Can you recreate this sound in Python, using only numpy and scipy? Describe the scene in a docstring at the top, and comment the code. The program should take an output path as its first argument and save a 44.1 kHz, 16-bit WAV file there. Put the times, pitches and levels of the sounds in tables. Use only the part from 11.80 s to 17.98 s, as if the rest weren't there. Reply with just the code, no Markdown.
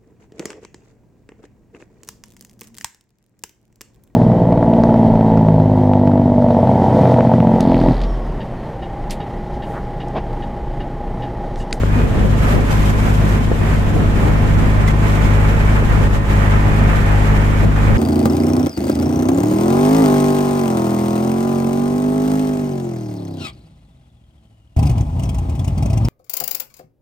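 """Open cab of an auto rickshaw, driver's seat, cruising on a country road. The single cylinder throbs once a
crank turn, sets the casing clattering and a panel buzzing; drive line and gears hum beside it. Tyres rumble,
bumps thud through the body, a low buffeting rumbles, air hisses round the windscreen, and a loose fitting
rattles now and then."""
import sys
import numpy as np
from scipy import signal
from scipy.fft import rfft, irfft, next_fast_len
from scipy.io import wavfile
from scipy.ndimage import uniform_filter1d, minimum_filter1d

SR = 44100
rng = np.random.default_rng(int(sys.argv[2]) if len(sys.argv) > 2 else 0)


def persist_wave(psi):
    """Save psi, clipped to +-1, as 16-bit WAV."""
    counts = np.round(np.clip(psi, -1, 1) * 32767).astype(np.int16)
    wavfile.write(sys.argv[1], SR, np.atleast_2d(counts).T)


N = 272361
TIME = np.arange(N) / SR
OPPOSED = np.array([[1], [-1]])  # left plus, right minus

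# Crank speed. Each row: time in seconds, turn rate in Hz.
CRANK_SPEED = [(0, 51.11), (.9, 51.17), (1.4, 51.63), (2.3, 51.18), (3.6, 51.43), (4.02, 51.35),
               (4.5, 51.23), (4.7, 50.89), (5.6, 50.91), (6.18, 51.29)]
# Pull on the engine. Each row: time in seconds, load in dB.
ENGINE_LOAD = [(0, -3), (1, -2), (2.2, -2.5), (2.75, 0), (3.4, 1.5), (3.75, 1), (4.25, 0.5), (4.6, 1.5),
               (5.3, 1.5), (5.8, 0.5), (6.18, 1)]
# Cylinder hum. Each row: crank multiple, relative level in dB, left minus right in dB.
CYLINDER_ORDERS = [(1, 0, 1.1), (2, -1.1, 0.7), (3, -7, 5), (4, -11.5, 1), (5, -17.5, 5), (6, -19.5, -4.5),
                   (7, -25.5, -2), (8, -21, -3.5), (9, -24, -7.5), (10, -27, -5), (11, -21.5, 1),
                   (13, -28, -6), (14, -27.5, -9), (15, -32, 6), (17, -26, 2), (18, -34, -5), (20, -24, -7),
                   (21, -33, -4)]
# Brief level dips. 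Each row: centre in seconds, length in seconds, clatter dip in dB, hum dip in dB.
LEVEL_DIPS = [(0.325, 0.13, 2.5, 6), (0.853, 0.067, 1, 2.5), (1.146, 0.069, 3, 1), (1.68, 0.22, 0.5, 2.5),
              (2.078, 0.12, 0, 5), (3.17, 0.11, 3.5, 1), (4.048, 0.094, 2.5, 3), (4.381, 0.21, 4.5, 3),
              (5.906, 0.11, 5.5, 0)]
# Buzzing panel. Each row: frequency in Hz, bandwidth in Hz, level in dB at 0 dB load.
PANEL_MODES = [(1850, 100, -43.5), (2000, 38, -47.5), (2210, 130, -47.5)]
# Drive line and gear tooth tones. Each row: crank multiple, relative level in dB.
DRIVE_TONES = [(0.549, -28.5), (1.73, -32), (2.54, -34), (3.43, -38.5), (4.567, -32.5)]
GEAR_TONES = [(16.12, -31.5), (32.24, -39), (33.8, -38), (35.9, -35), (44.1, -41.5), (48.4, -40)]
# Road roughness. Each row: time in seconds, tyre rumble in dB.
ROAD_ROUGHNESS = [(0, -22.5), (.5, -18), (1.2, -20.5), (2.4, -19), (3.3, -21.5), (5, -21), (6.18, -21)]
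# Thuds, knocks and rattles. Each row: start in seconds, level in dB, decay time in seconds.
BODY_THUDS = [(.235, -20.5, 0.046), (.445, -19, 0.045), (.73, -19.5, 0.08), (2.155, -18, 0.049),
              (2.42, -21, 0.093), (4.17, -23, 0.067), (5.83, -18.5, 0.047), (6.10, -22, 0.088)]
PANEL_KNOCKS = [(.034, -14, 0.0033), (.521, -27, 0.0087), (.895, -32, .03), (1.508, -27, 0.021),
                (1.715, -18, 0.01), (2.479, -23, 0.022), (4.023, -15, 0.004), (4.209, -22, 0.013)]
FITTING_SHAKES = [(1.095, -33, 0.0093), (3.075, -27, 0.007), (3.082, -31, .005)]
# The fitting strikes the frame. Each row: start in seconds, level in dB.
FITTING_STRIKES = [(3.078, -21), (3.086, -34)]
# Its ring. Each row: frequency in Hz, relative level in dB, T60 in seconds.
FITTING_MODES = [(2050, 3, 0.07), (2100, -5, .06), (3420, -8, .05), (4400, -21, .07), (5076, -21, .06),
                 (6331, -20, .07)]
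# Windscreen gusts. Each row: crest in seconds, hiss in dB, clatter in dB, rise and fall in seconds.
WIND_GUSTS = [(.15, -42, -28, 0.05, .07), (.68, -30, -23.5, 0.058, 0.093), (.93, -30, -25, 0.045, 0.059),
              (1.1, -29, -28, 0.08, 0.012), (1.28, -31.5, -27, 0.13, 0.066),
              (1.53, -33.5, -27.5, 0.14, 0.066), (1.92, -34.5, -26.5, 0.091, 0.066),
              (2.46, -39.5, -28, 0.11, 0.049), (3.32, -37, -35, 0.068, 0.033),
              (4.35, -36, -27, 0.032, 0.023), (4.497, -34.5, -37, .009, 0.073)]
# Noise spectra. Each row: frequency in Hz, relative spectral density in dB.
CASING_SPECTRUM = [(300, -59), (600, 4), (850, 3), (1400, -1), (1620, -3), (1850, -4.5), (2100, -7),
                   (2400, -8.5), (2900, -16), (4200, -31.5), (8000, -34.5)]
TYRE_SPECTRUM = [(25, -1), (65, 1), (120, -2.5), (230, -4.5), (340, -9), (460, -11.5), (550, -14.5),
                 (900, -20), (1900, -27), (3200, -36), (4300, -45), (15000, -60)]
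THUD_SPECTRUM = [(110, 6.5), (220, 1.5), (320, -6), (550, -6), (900, -17), (2000, -62), (6000, -48)]
KNOCK_SPECTRUM = [(250, 10), (500, 11.5), (950, -4.5), (1500, -3), (2500, -22), (5000, -55), (12000, -59)]
RATTLE_SPECTRUM = [(400, -6), (1200, 16), (1800, 2), (2100, 9), (2600, -4), (4500, 3.5), (8000, -0.5),
                   (15000, -9)]
HISS_SPECTRUM = [(1500, -2), (3000, 13.5), (4500, 4), (6000, 3.5), (7400, 5.5), (9000, -2), (13000, -3),
                 (15000, -12.5)]
GUST_SPECTRUM = [(520, 29), (900, 10), (1800, 15), (3000, 14.5), (4500, 8), (6000, 7.5), (7400, 8),
                 (9000, 3), (13000, 3), (15000, -3)]
BUFFET_SPECTRUM = [(8, 0), (28, 0), (65, -6), (120, -10), (250, -18), (1000, -45), (8000, -80)]


def engine(turns, load_db, gust_clatter, dip_db, hum_dip_db):
    """Hum and clatter follow the load; uneven combustion wavers the hum, gusts add clatter."""
    firing_db = 0.86 * walk(34) - hum_dip_db
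    throb_db = -15.6 + 0.27 * load_db + firing_db
    boom_db = -16.44 + 0.4 * load_db + firing_db
    upper_db = -17 + load_db - 0.5 * dip_db
    knock_gain = undb(-27.5 + 2 * load_db - dip_db - 0.17 * walk(29))
    hum = cylinder_hum(turns, throb_db, boom_db, upper_db)
    return hum + np.hypot(knock_gain, gust_clatter) * casing_clatter(turns, load_db)


def cylinder_hum(turns, throb_db, boom_db, upper_db):
    """Low orders form a deep and a shallow pressure dip each turn; panel echoes scatter the rest."""
    out, roughness = 0, walk(42)
    for order, db, balance_db in CYLINDER_ORDERS:
        order = round(order)
        phase = 2 * np.pi * order * turns
        if order == 1:
            tone = -np.cos(phase + np.pi / 4) * undb(throb_db + db)
        elif order < 6:
            # cab standing waves put the odd orders ahead of the even ones
            skew_rad = 0.061 * order * OPPOSED + np.pi / 8 * order * (order % 2)
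            tone = -np.cos(phase + skew_rad + 0.083 * walk(7.4)) * undb(boom_db + db + walk(41))
        else:
            scatter_rad = rng.uniform(0, 2 * np.pi) - 0.044 * order * OPPOSED
            wobble_rad = 0.18 * walk(6) + 0.0095 * order * roughness
            tone = np.cos(phase + scatter_rad + wobble_rad) * undb(upper_db + db + 1.6 * walk(8.1))
        out = out + np.sqrt(2) * tone * pan(balance_db)
    return out


def casing_clatter(turns, load_db, scatter_db=3.5, jitter_s=0.00013, decay_s=0.032):
    """Piston and valve knocks ring the casing's dense modes; a rush of gas follows each turn."""
    starts_s = np.interp(np.arange(1, int(turns[-1])), turns, TIME)
    timing, force = rng.standard_normal((len(starts_s), 2)).T
    hits = np.clip((starts_s + jitter_s * timing) * SR, 0, N - 1).astype(int)
    decay = np.exp(-TIME[:SR // 6] / decay_s)
    ring = 0
    for stride in (1, 2):  # piston every turn, valves every other
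        knocks = np.zeros(N)
        knocks[hits[::stride]] = undb(scatter_db * force[::stride])
        contact = 1.14 * walk(5.1)  # the contact point wanders between two mode sets
        for share in (np.cos(contact), np.sin(contact)):
            response = white(len(decay)) * decay
            ring = ring + signal.fftconvolve([share * knocks], response, axes=1)[:, :N]
    ring = colour(ring, [(500, -25.5), (1300, -11.5)]) * undb(0.5 * load_db)
    gas = white() * (1 + 0.041 * np.sin(2 * np.pi * turns)) * undb(0.68 * walk(95))
    left, right = colour(unit(ring) + undb(0.5) * unit(gas), CASING_SPECTRUM)
    # a panel on the right passes more rasp
    right = colour(right, [(100, 0), (1200, 2), (2300, 4.5), (3500, 0)])
    return unit(np.array([left, right]) - 0.15 * np.array([right, left]))  # partly in antiphase


def panel_buzz(turns, load_db):
    """Each firing shakes a thin panel on the right, harder under load."""
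    locked = sum(np.cos(2 * np.pi * order * turns + rng.uniform(0, 2 * np.pi, (2, 1)) + 0.64 * walk(3.3))
                 for order in range(30, 50))
    loose = unit(colour(white(), [(1500, 0), (2500, 0), (4000, -30)]))
    slap = 1 + 0.11 * np.cos(2 * np.pi * turns)
    shake = (unit(locked) + undb(-4) * loose) * undb(walk(27)) * slap
    modes = sum(undb(db) * unit(signal.lfilter(*signal.iirpeak(hz, hz / width_hz, SR), shake))
                for hz, width_hz, db in PANEL_MODES)
    return modes * undb(2 * load_db) * pan(-8)


def shaft_tones(turns, tones, waver_db, wobble_rad):
    """Shafts and gears turn at set ratios to the crank, wavering in phase and level."""
    out = 0
    for ratio, db in tones:
        phase = 2 * np.pi * ratio * turns + wobble_rad * walk(9.5)
        channel_rad = ratio / 20 * rng.standard_normal((2, 1))
        out = out + np.sqrt(2) * np.sin(phase + channel_rad) * undb(db + waver_db * walk(8.5))
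    return out


def tyre_rumble(level_db, surge_db=1.5):
    """Tyre noise fills the cab, surging with the surface."""
    return undb(level_db + surge_db * walk(15)) * unit(colour(diffuse(700, 0.45), TYRE_SPECTRUM))


def road_bumps():
    """Jolts drum on the floor and now and then knock a panel."""
    thuds = bursts(BODY_THUDS, rise_s=0.00047) * unit(colour(diffuse(400, 0.94), THUD_SPECTRUM))
    knocks = bursts(PANEL_KNOCKS, rise_s=0.00053) * unit(colour(diffuse(1500, 0.61), KNOCK_SPECTRUM))
    return thuds + knocks


def loose_fitting(grain_db=2.5, contact_s=0.0015):
    """A metal fitting rattles in bursts of tiny contacts and rings when it strikes the frame."""
    contacts = white() * undb(-grain_db * walk(500))
    out = bursts(FITTING_SHAKES, rise_s=0.0019) * unit(colour(contacts, RATTLE_SPECTRUM))
    for start_s, strike_db in FITTING_STRIKES:
        age_s = np.maximum(TIME - start_s, 0)
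        ring = sum(undb(db - 60 * age_s / t60_s) * np.sin(2 * np.pi * hz * age_s)
                   for hz, db, t60_s in FITTING_MODES)
        out = out + undb(strike_db) * (1 - np.exp(-age_s / contact_s)) * ring
    return out


def low_buffet(level_db=-24, swing_db=3):
    """A low buffeting rumbles, partly uncorrelated between left and right."""
    buffeting = unit(colour(diffuse(30, 0.95), BUFFET_SPECTRUM))
    return undb(level_db + swing_db * walk(1.7)) * buffeting


def windscreen_hiss(load_db, gust_hiss, dip_db, flutter_db=1.43):
    """Air hisses round the windscreen edge and tears at it in gusts."""
    steady = undb(-39.5 + 0.79 * load_db - 0.77 * dip_db) * unit(colour(white(), HISS_SPECTRUM))
    tearing = gust_hiss * unit(colour(white() * undb(walk(450)), GUST_SPECTRUM))
    return (steady + tearing) * undb(flutter_db * walk(30)) * pan(1.2)


def gust_gains():
    """Hiss and clatter gains as each gust crests and falls."""
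    power = 0
    for crest_s, hiss_db, clatter_db, rise_s, fall_s in WIND_GUSTS:
        width_s = np.where(TIME < crest_s, rise_s, fall_s)
        shape = np.exp(-0.5 * ((TIME - crest_s) / width_s) ** 2)
        power = power + (undb([[hiss_db], [clatter_db]]) * shape) ** 2
    return np.sqrt(power)


def dip_depths_db(edge_s=0.0093):
    """Depth of the brief dips in clatter and in hum."""
    out = 0
    for centre_s, length_s, clatter_db, hum_db in LEVEL_DIPS:
        window = 0.5 + 0.5 * np.tanh((length_s - 2 * np.abs(TIME - centre_s)) / edge_s)
        out = out + np.array([[clatter_db], [hum_db]]) * window
    return out


def bursts(events, rise_s):
    """Envelope of fast rises and exponential decays."""
    out = 0
    for start_s, db, decay_s in events:
        age_s = np.maximum(TIME - start_s, 0)
        out = out + 2 * undb(db) * (1 - np.exp(-age_s / rise_s)) * np.exp(-age_s / decay_s)
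    return out


def diffuse(corner_hz, side_share):
    """Noise from all round: long waves reach both channels more alike than short ones."""
    mid, side = white()
    short_waves = signal.sosfilt(signal.butter(1, corner_hz, "high", fs=SR, output="sos"), side)
    return mid + (side_share * side + (1 - side_share) * short_waves) * OPPOSED


def colour(x, spectrum):
    """Filter by (Hz, dB) points, rolling off below the first."""
    size = next_fast_len(N)
    hz = np.arange(1, size // 2 + 2) * SR / size
    points_hz, db = np.transpose(spectrum)
    gain = undb(np.interp(np.log(hz), np.log(points_hz), db)) * np.minimum(hz / points_hz[0], 1) ** 2
    return irfft(rfft(x, size) * gain, size)[..., :N]


def walk(bandwidth_hz, size=2 ** 14, span_s=8):
    """Smooth random drift, rms 1."""
    hz = np.arange(size // 2 + 1) / span_s
    slow = irfft(rfft(rng.standard_normal(size)) * np.exp(-(hz / bandwidth_hz) ** 2))
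    return unit(np.interp(TIME, np.linspace(0, span_s, size), slow))


def white(size=N):
    """Stereo white noise."""
    return rng.standard_normal((2, size))


def curve(table):
    """Join (seconds, value) rows by straight lines."""
    return np.interp(TIME, *np.transpose(table))


def pan(balance_db):
    """Channel gains for a left minus right level."""
    return undb(OPPOSED * balance_db / 2)


def undb(db):
    """Decibels to gain."""
    return 10 ** (np.asarray(db) / 20)


def unit(x):
    """Scale to rms 1."""
    return x / np.sqrt(np.mean(x ** 2))


def scene():
    """Engine, drive line, road and air, summed in the cab."""
    turns = np.cumsum(curve(CRANK_SPEED)) / SR
    load_db = curve(ENGINE_LOAD)
    gust_hiss, gust_clatter = gust_gains()
    dip_db, hum_dip_db = dip_depths_db()
    drive = shaft_tones(turns, DRIVE_TONES, waver_db=3.5, wobble_rad=0.7)
    gears = shaft_tones(turns, GEAR_TONES, waver_db=5, wobble_rad=0.3)
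    whine = gears * undb(load_db - dip_db - 16.5) * pan(-9)
    motor = engine(turns, load_db, gust_clatter, dip_db, hum_dip_db)
    buzz = panel_buzz(turns, load_db - 2.5 * dip_db)
    road = tyre_rumble(curve(ROAD_ROUGHNESS) - 0.27 * dip_db) + road_bumps()
    rattle = loose_fitting()
    air = low_buffet() + windscreen_hiss(load_db, gust_hiss, dip_db)
    return motor + buzz + drive + whine + road + rattle + air


def record(dry, ceiling=0.95, hold_s=0.0042, fade_s=0.002, cutoff_hz=15050):
    """Peak limiter, end fades, low-pass."""
    hold = int(hold_s * SR)
    max_gain = np.minimum(1, ceiling / (np.abs(dry).max(axis=0) + 1e-9))
    gain = uniform_filter1d(minimum_filter1d(max_gain, hold), hold)
    fade = np.minimum(1, np.minimum(TIME, TIME[-1] - TIME) / fade_s)
    return signal.sosfilt(signal.ellip(10, 0.1, 80, cutoff_hz, fs=SR, output="sos"), dry * gain * fade)


dry = scene()
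out = record(dry)
persist_wave(out)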